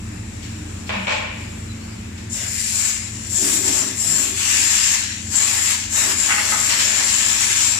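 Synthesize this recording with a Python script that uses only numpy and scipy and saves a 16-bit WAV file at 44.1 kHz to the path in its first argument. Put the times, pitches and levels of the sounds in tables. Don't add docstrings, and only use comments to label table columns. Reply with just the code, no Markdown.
import sys
import numpy as np
from scipy import signal
from scipy.fft import rfft, irfft, next_fast_len
from scipy.io import wavfile
from scipy.ndimage import uniform_filter1d, map_coordinates

SR = 44100
rng = np.random.default_rng(int(sys.argv[2]) if len(sys.argv) > 2 else 0)


def to_wav(sig):
    pcm = np.clip(np.atleast_2d(sig), -1, 1) * 32767
    pcm = np.round(pcm).astype(np.int16)
    wavfile.write(sys.argv[1], SR, pcm.T)


N = 343521

# open_s, close_s, rise_s, hiss_db, fizz_db, splash_db, roar_db, bin_db
JET_BURSTS = [(2.285, 2.436, 0.088, -31, -37, -32, -42, -42),
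              (2.363, 2.74, 0.43, -23.3, -29, -27.5, -44, -58),
              (2.647, 2.88, 0.19, -20.5, -25.5, -24, -32, -43),
              (3.27, 3.56, 0.28, -18.5, -21.5, -24, -29.5, -34.5),
              (3.58, 3.796, 0.11, -20.5, -25.5, -22.5, -26.5, -33),
              (3.924, 4.232, 0.27, -20, -22.5, -23.5, -29.5, -34.5),
              (4.303, 4.935, 0.26, -19.5, -23.5, -16.5, -28.5, -62),
              (5.281, 5.707, 0.18, -19.5, -24.5, -19.5, -25.5, -43),
              (5.881, 6.085, 0.15, -20, -23, -21, -24, -33.5),
              (6.125, 6.66, 0.096, -20.5, -26.5, -22, -28, -34),
              (6.655, 6.993, .04, -21, -27.5, -18, -24.5, -34),
              (6.97, 7.715, 0.11, -19.5, -26, -18.5, -26.5, -39.5)]
# frequency_hz, density_db
HISS_COLOUR = [(1000, -28), (3000, -14.5), (5000, -3), (6300, -0.5), (7400, 1), (8400, -3), (9400, 1.5),
               (11000, -12.5), (15000, -33)]
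FIZZ_COLOUR = [(2500, -19), (5000, -22), (8000, 4), (9400, 4), (11000, 3), (13000, -0.5), (15000, -6)]
SPLASH_COLOUR = [(1000, -21.5), (1400, -11), (1650, -4), (2100, 0), (2700, 0), (3100, -3), (4600, -5),
                 (7000, -7), (12000, -48)]
ROAR_COLOUR = [(400, -10), (600, -10), (760, -4), (860, 2), (1000, -0.5), (1170, 1), (1400, -2.5),
               (1700, 6), (2500, -16.5)]
BIN_COLOUR = [(380, -15), (490, -2), (545, -6.5), (605, 2.5), (670, -1), (730, -5), (900, -35.5)]
# lag_s, fall_db_per_s, trickle_db
HISS_FLOW = (0.0034, 100, -40)
FIZZ_FLOW = (0.0085, 135, -48.5)
SPLASH_FLOW = (0.022, 73, -41.5)
ROAR_FLOW = (0.02, 102, -61)
BIN_FLOW = (0.026, 117, -65)
# time_s, pitch_hz, level_db
EDGE_WHISTLE = [(4.48, 2420, -58), (4.56, 2480, -40), (4.68, 2500, -47), (4.76, 2680, -37),
                (4.84, 2790, -35), (4.9, 2830, -56)]

# start_s, level_db, t60_s
EXHAUST_PUFFS = [(.42, -39, 0.82), (.865, -36, .25), (2.17, -40.5, 0.43), (6.687, -16, 0.65),
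                 (6.79, -12.5, 0.52), (7.09, -28, 0.22), (7.26, -22, 0.3), (7.42, -16, 0.27)]
NOZZLE_SPITS = [(2.315, -38, 0.44), (3.35, -19.5, 0.45), (5.35, -16, 0.49), (5.932, -27, 0.46),
                (6.17, -27, 0.55)]
# frequency_hz, density_db
EXHAUST_COLOUR = [(400, -19), (1500, -2), (2800, 3.5), (5500, -1), (8000, -10), (14000, -19)]
SPIT_COLOUR = [(2000, -32), (5000, -15), (6400, -7), (7400, 1), (8500, -9), (11000, -20), (15000, -34)]

# start_s, level_db, brightness_hz
FRAME_BLOWS = [(6.288, -15.5, 2000), (6.305, -13, 4000), (6.318, -18, 4000), (6.38, -18, 3500),
               (6.52, -12.5, 1390), (6.532, -15, 1440)]
CYLINDER_STOPS = [(.893, -24, 4500), (.935, -24, 3800), (1.07, -22, 4800), (1.081, -21.5, 6500),
                  (1.106, -22, 8980), (1.122, -22.5, 13000), (1.28, -45, 3500)]
# frequency_hz, density_db
CLANK_COLOUR = [(400, -26), (800, -4.5), (1300, -2.5), (2100, 0.5), (2750, 0), (3200, -6), (6000, -25)]
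CLUNK_COLOUR = [(120, -27), (200, -9), (360, -11.5), (540, 0.5), (700, -2), (900, -2.5), (1200, -3),
                (1900, -5.5), (2350, 1.5), (3100, -3.5), (4000, -8.5), (6000, -16.5), (9000, -26.5),
                (14000, -38)]
# pitch_hz, width_hz, gain_db
FRAME_MODES = [(837, 12, 11), (1277, 36, 6.6), (1484, 43, 5), (1920, 26, 7), (2047, 35, 7.4),
               (2210, 38, 4.4), (2700, 28, 6.7)]
MOUNT_MODES = [(518, 16, -1), (618, 42, 3), (869, 20, 5.5), (974, 40, 0), (1060, 25, 3.5), (1460, 26, 1),
               (1650, 30, 0), (1834, 55, 4), (2300, 100, -3), (2520, 34, -1)]

# start_s, stop_s, level_db
CARRIAGE_MOVES = [(3.37, 3.598, -23), (3.61, 3.876, -27.5), (4.06, 4.3, -29.5), (4.526, 4.617, -32.5),
                  (6.008, 6.13, -30), (6.207, 7.698, -39)]
# frequency_hz, density_db
BEARING_COLOUR = [(110, -21), (200, -3), (310, 0.5), (350, -4.5), (390, 3), (450, -18.5), (600, -18),
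                  (1000, -25)]
# time_s, pitch_hz, level_db
SERVO_WHINE = [(1.67, 4000, -63), (1.71, 4010, -51), (1.75, 4020, -62), (1.8, 4020, -55), (1.83, 4440, -53),
               (1.87, 4500, -59), (1.93, 4750, -55), (2.0, 4750, -72)]
# peak_s, level_db, pitch_hz, swell_s
PANEL_BOOMS = [(.6, -41, 301, 0.1), (1.0, -29, 197, 0.053), (4.11, -30, 152, .04)]

# time_s, level_db
LEAK_LEVEL = [(0, -42), (.9, -39.5), (1.15, -36), (1.3, -45), (1.41, -39), (2.1, -42), (7.79, -42.5)]
# frequency_hz, density_db
LEAK_COLOUR = [(300, 7.5), (600, 4), (1000, 2.5), (1400, 2), (1900, 4.5), (2550, 4.5), (3200, -2),
               (7500, -7), (8400, -8), (9300, -4), (11000, -13.5), (15000, -18)]
RUMBLE_COLOUR = [(25, -24), (36, -36), (48, 4), (72, -1.5), (110, 4), (128, -11), (160, -5.5), (185, 1),
                 (215, -2.5), (245, -6.5), (300, -6), (420, -16.5), (700, -22.5), (1500, -67)]
# pitch_hz, level_db
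MOTOR_TONES = [(86.4, -36.5), (110.3, -39.5), (222, -40.5), (301, -53.5), (388, -64)]

# frequency_hz, t60_s
HALL_DECAY = [(200, 0.93), (1000, 0.67), (2500, 0.89), (5000, 0.63), (10000, 0.6)]
# frequency_hz, correlation
STEREO_LIKENESS = [(60, 0.96), (130, 0.96), (290, 0.86), (400, -0.071), (520, -0.57), (700, -0.58),
                   (880, 0.19), (1500, 0.063), (2200, -0.051), (4000, 0.013)]
# frequency_hz, gain_db
LEFT_PORT_EQ = [(400, 0), (1500, 1.5), (3200, 2.5), (5000, 4.5), (5800, 8.5), (6200, 4.5), (6900, 12),
                (7450, 17.5), (7950, 10.5), (8600, 0.5), (10500, -5.5), (14000, 0.5)]

SURGE_DB, SURGES_PER_S = 0.55, 22
SEEP_DB, SEEP_FADES_AT_S, SEEP_FALL_DB_PER_S = -54, 0.81, 180
HUM_FADE_DB_PER_S = 0.09
DUCK_THRESHOLD_DB, DUCK_DB_PER_DB, DUCK_REACTION_S = -29, 0.34, 0.042
PEAK_CEILING, TOP_HZ = 0.86, 15350


def air_jet():
    hiss_db, fizz_db, splash_db, roar_db, bin_db = np.transpose(JET_BURSTS)[3:]
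    flutter_db = 0.53 * wobble(35) + 0.48 * wobble(400)
    surge = amp(SURGE_DB * wobble(SURGES_PER_S))
    hiss = jet_flow(hiss_db, *HISS_FLOW) * surge * noise(HISS_COLOUR)
    fizz = jet_flow(fizz_db, *FIZZ_FLOW) * noise(FIZZ_COLOUR)
    splash = jet_flow(splash_db, *SPLASH_FLOW) * noise(SPLASH_COLOUR)
    roar = jet_flow(roar_db, *ROAR_FLOW) * noise(ROAR_COLOUR)
    bin_hum = jet_flow(bin_db, *BIN_FLOW) * noise(BIN_COLOUR)
    inside = panel_echoes(splash + roar + bin_hum, echo_db=-18, longest_s=0.025)
    air = amp(flutter_db) * turbulence(hiss + fizz + inside, depth_db=1.66)
    return air + whistle(EDGE_WHISTLE, flicker_db=7.5, spread_hz=86)


def jet_flow(levels_db, lag_s, fall_db_per_s, trickle_db):
    first_open_s, _, first_rise_s, *_ = JET_BURSTS[0]
    gain = amp(trickle_db) * gate(first_open_s + lag_s, N / SR, first_rise_s, fall_db_per_s)
    for (open_s, close_s, rise_s, *_), db in zip(JET_BURSTS, levels_db):
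        burst = amp(db) * gate(open_s + lag_s, close_s + lag_s, rise_s, fall_db_per_s)
        gain = np.maximum(gain, burst)
    return gain


def valves():
    return puffs(EXHAUST_PUFFS, EXHAUST_COLOUR) + puffs(NOZZLE_SPITS, SPIT_COLOUR)


def puffs(rows, colour):
    track, t = np.zeros((2, N)), np.arange(SR) / SR
    attack = 1 - np.exp(-t / 0.0077)
    for start_s, db, t60_s in rows:
        add(track, start_s, amp(db - 60 * t / t60_s) * attack * noise(colour, size=SR))
    return track


def frame_clanks():
    track = np.zeros((2, N))
    for start_s, db, brightness_hz in FRAME_BLOWS:
        clank = strike(CLANK_COLOUR, brightness_hz, direct_t60_s=0.16, hall_db=-5)
        add(track, start_s, amp(db) * clank)
    return resonate(track, FRAME_MODES)


def cylinder_clunks():
    track = np.zeros((2, N))
    for start_s, db, brightness_hz in CYLINDER_STOPS:
        clunk = strike(CLUNK_COLOUR, brightness_hz, direct_t60_s=0.022, hall_db=-3.5)
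        add(track, start_s, amp(db + 3.5) * clunk)
    return resonate(track, MOUNT_MODES)


def strike(colour, brightness_hz, direct_t60_s, hall_db):
    t = np.arange(SR) / SR
    hz, age_s, bands = signal.stft(noise(colour, size=SR), SR, nperseg=256)
    decay = amp(-60 * age_s / along(HALL_DECAY, hz)[:, None])
    tail = signal.istft(bands * decay, SR, nperseg=256)[1][:, :SR]
    build_up = 1 - np.exp(-t / 0.0037)
    direct = amp(-60 * t / direct_t60_s) * noise(colour, size=SR)
    lowpass = signal.butter(2, brightness_hz, fs=SR, output="sos")
    return signal.sosfilt(lowpass, direct + amp(hall_db) * build_up * tail)


def carriage():
    travel = sum(amp(db) * gate(start_s, stop_s, rise_s=0.086, fall_db_per_s=106)
                 for start_s, stop_s, db in CARRIAGE_MOVES)
    return travel * noise(BEARING_COLOUR) + whistle(SERVO_WHINE, flicker_db=3, spread_hz=90)


def panel_booms():
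    track, t = np.zeros(N), np.arange(N) / SR
    for peak_s, db, hz, swell_s in PANEL_BOOMS:
        swell = np.exp(-0.5 * ((t - peak_s) / swell_s) ** 2)
        track += amp(db) * swell * tone(hz * (1 + 0.0266 * wobble(39.6)))
    return track


def air_leak():
    leak_db, = curves(LEAK_LEVEL)
    leak = amp(leak_db + 0.37 * wobble(12)) * turbulence(noise(LEAK_COLOUR), depth_db=1.33)
    seep_db = SEEP_DB - SEEP_FALL_DB_PER_S * np.clip(np.arange(N) / SR - SEEP_FADES_AT_S, 0, 1)
    return leak + amp(seep_db) * noise(HISS_COLOUR)


def motors():
    hum = sum(amp(db + 1.17 * wobble(4.08)) * tone(hz * (1 + 0.00386 * wobble(3.104)))
              for hz, db in MOTOR_TONES)
    fade = amp(-HUM_FADE_DB_PER_S * np.arange(N) / SR)
    return fade * (hum + amp(-35.5) * noise(RUMBLE_COLOUR))


def whistle(rows, flicker_db, spread_hz):
    hz, db = curves(rows)
    t = np.arange(N) / SR
    sounding = (t >= rows[0][0]) & (t <= rows[-1][0])
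    ports = [amp(flicker_db * wobble(45) + 2) * tone(hz + spread_hz * wobble(400)) for _ in range(2)]
    return sounding * amp(db) * np.array(ports)


def turbulence(x, depth_db, width_bins=5, length_frames=22):
    bands = signal.stft(x, nperseg=512)[2]
    patches = uniform_filter1d(rng.standard_normal(bands.shape[1:]), width_bins, axis=0)
    patches = uniform_filter1d(patches, length_frames, axis=1)
    return signal.istft(bands * amp(depth_db * unit(patches)), nperseg=512)[1][:, :N]


def panel_echoes(x, echo_db, longest_s, count=14):
    impulse = np.zeros((2, SR // 8))
    for channel in impulse:
        delays = (longest_s * SR * rng.uniform(0.0803, 1, count)).astype(int)
        channel[delays] = amp(echo_db) * rng.choice([-1, 1], count)
        channel[0] = 1
    return signal.fftconvolve(x, impulse / np.linalg.norm(impulse[0]), axes=1)[:, :N]


def resonate(x, modes):
    peak = lambda f, hz, width: 1j * f * width / (hz * hz - f * f + 1j * f * width)
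    return filtered(x, lambda f: 1 + sum(amp(db) * peak(f, hz, width) for hz, width, db in modes))


def noise(colour, size=N):
    angle = lambda hz: np.arccos(along(STEREO_LIKENESS, hz)) / 2
    response = lambda hz: amp(along(colour, hz)) * [np.cos(angle(hz)), np.sin(angle(hz))]
    mid, side = filtered(rng.standard_normal((2, size)), response)
    return unit(np.array([mid + side, mid - side]))


def tone(hz):
    return np.sqrt(2) * np.sin(2 * np.pi * (np.cumsum(hz) / SR + rng.random()))


def gate(start_s, stop_s, rise_s, fall_db_per_s):
    t = np.arange(N) / SR
    attack = np.sin(np.pi / 2 * np.clip((t - start_s) / rise_s, 0, 1))
    return attack * amp(-fall_db_per_s * np.clip(t - stop_s, 0, 1))


def wobble(knots_per_s):
    knots = rng.standard_normal(int(N * knots_per_s / SR) + 4)
    steps = np.arange(0, len(knots) - 1, 1 / 10)
    return np.interp(np.arange(N) * knots_per_s / SR, steps, map_coordinates(knots, [steps]))


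def curves(rows):
    times_s, *columns = np.transpose(rows)
    return [np.interp(np.arange(N) / SR, times_s, column) for column in columns]


def along(points, hz):
    points_hz, values = np.transpose(points)
    return np.interp(np.log(hz + 1), np.log(points_hz + 1), values)


def filtered(x, response):
    size = x.shape[-1]
    padded = next_fast_len(size + SR // 4)
    return irfft(rfft(x, padded) * response(np.fft.rfftfreq(padded, 1 / SR)), padded)[..., :size]


def add(track, start_s, sound):
    part = track[:, round(start_s * SR):][:, :sound.shape[-1]]
    part += sound[:, :part.shape[-1]]


def amp(db):
    return 10 ** (np.asarray(db) / 20)


def unit(x):
    return x / np.sqrt(np.mean(x ** 2) + 1e-20)


def gain_control(x):
    pole = np.exp(-1 / (DUCK_REACTION_S * SR))
    power = signal.lfilter([1 - pole], [1, -pole], np.mean(x ** 2, axis=0))
    over_db = np.maximum(10 * np.log10(power + 1e-20) - DUCK_THRESHOLD_DB, 0)
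    return x * amp(-DUCK_DB_PER_DB * over_db)


def scene():
    bed = motors() + air_leak()
    return bed + air_jet() + carriage() + cylinder_clunks() + valves() + panel_booms() + frame_clanks()


def record(dry):
    left = filtered(dry[0], lambda hz: amp(along(LEFT_PORT_EQ, hz)))
    ducked = gain_control(np.array([left, dry[1]]))
    rounded = ducked / (1 + np.abs(ducked / PEAK_CEILING) ** 6) ** (1 / 6)
    return filtered(rounded, lambda hz: hz < TOP_HZ)


dry = scene()
out = record(dry)
to_wav(out)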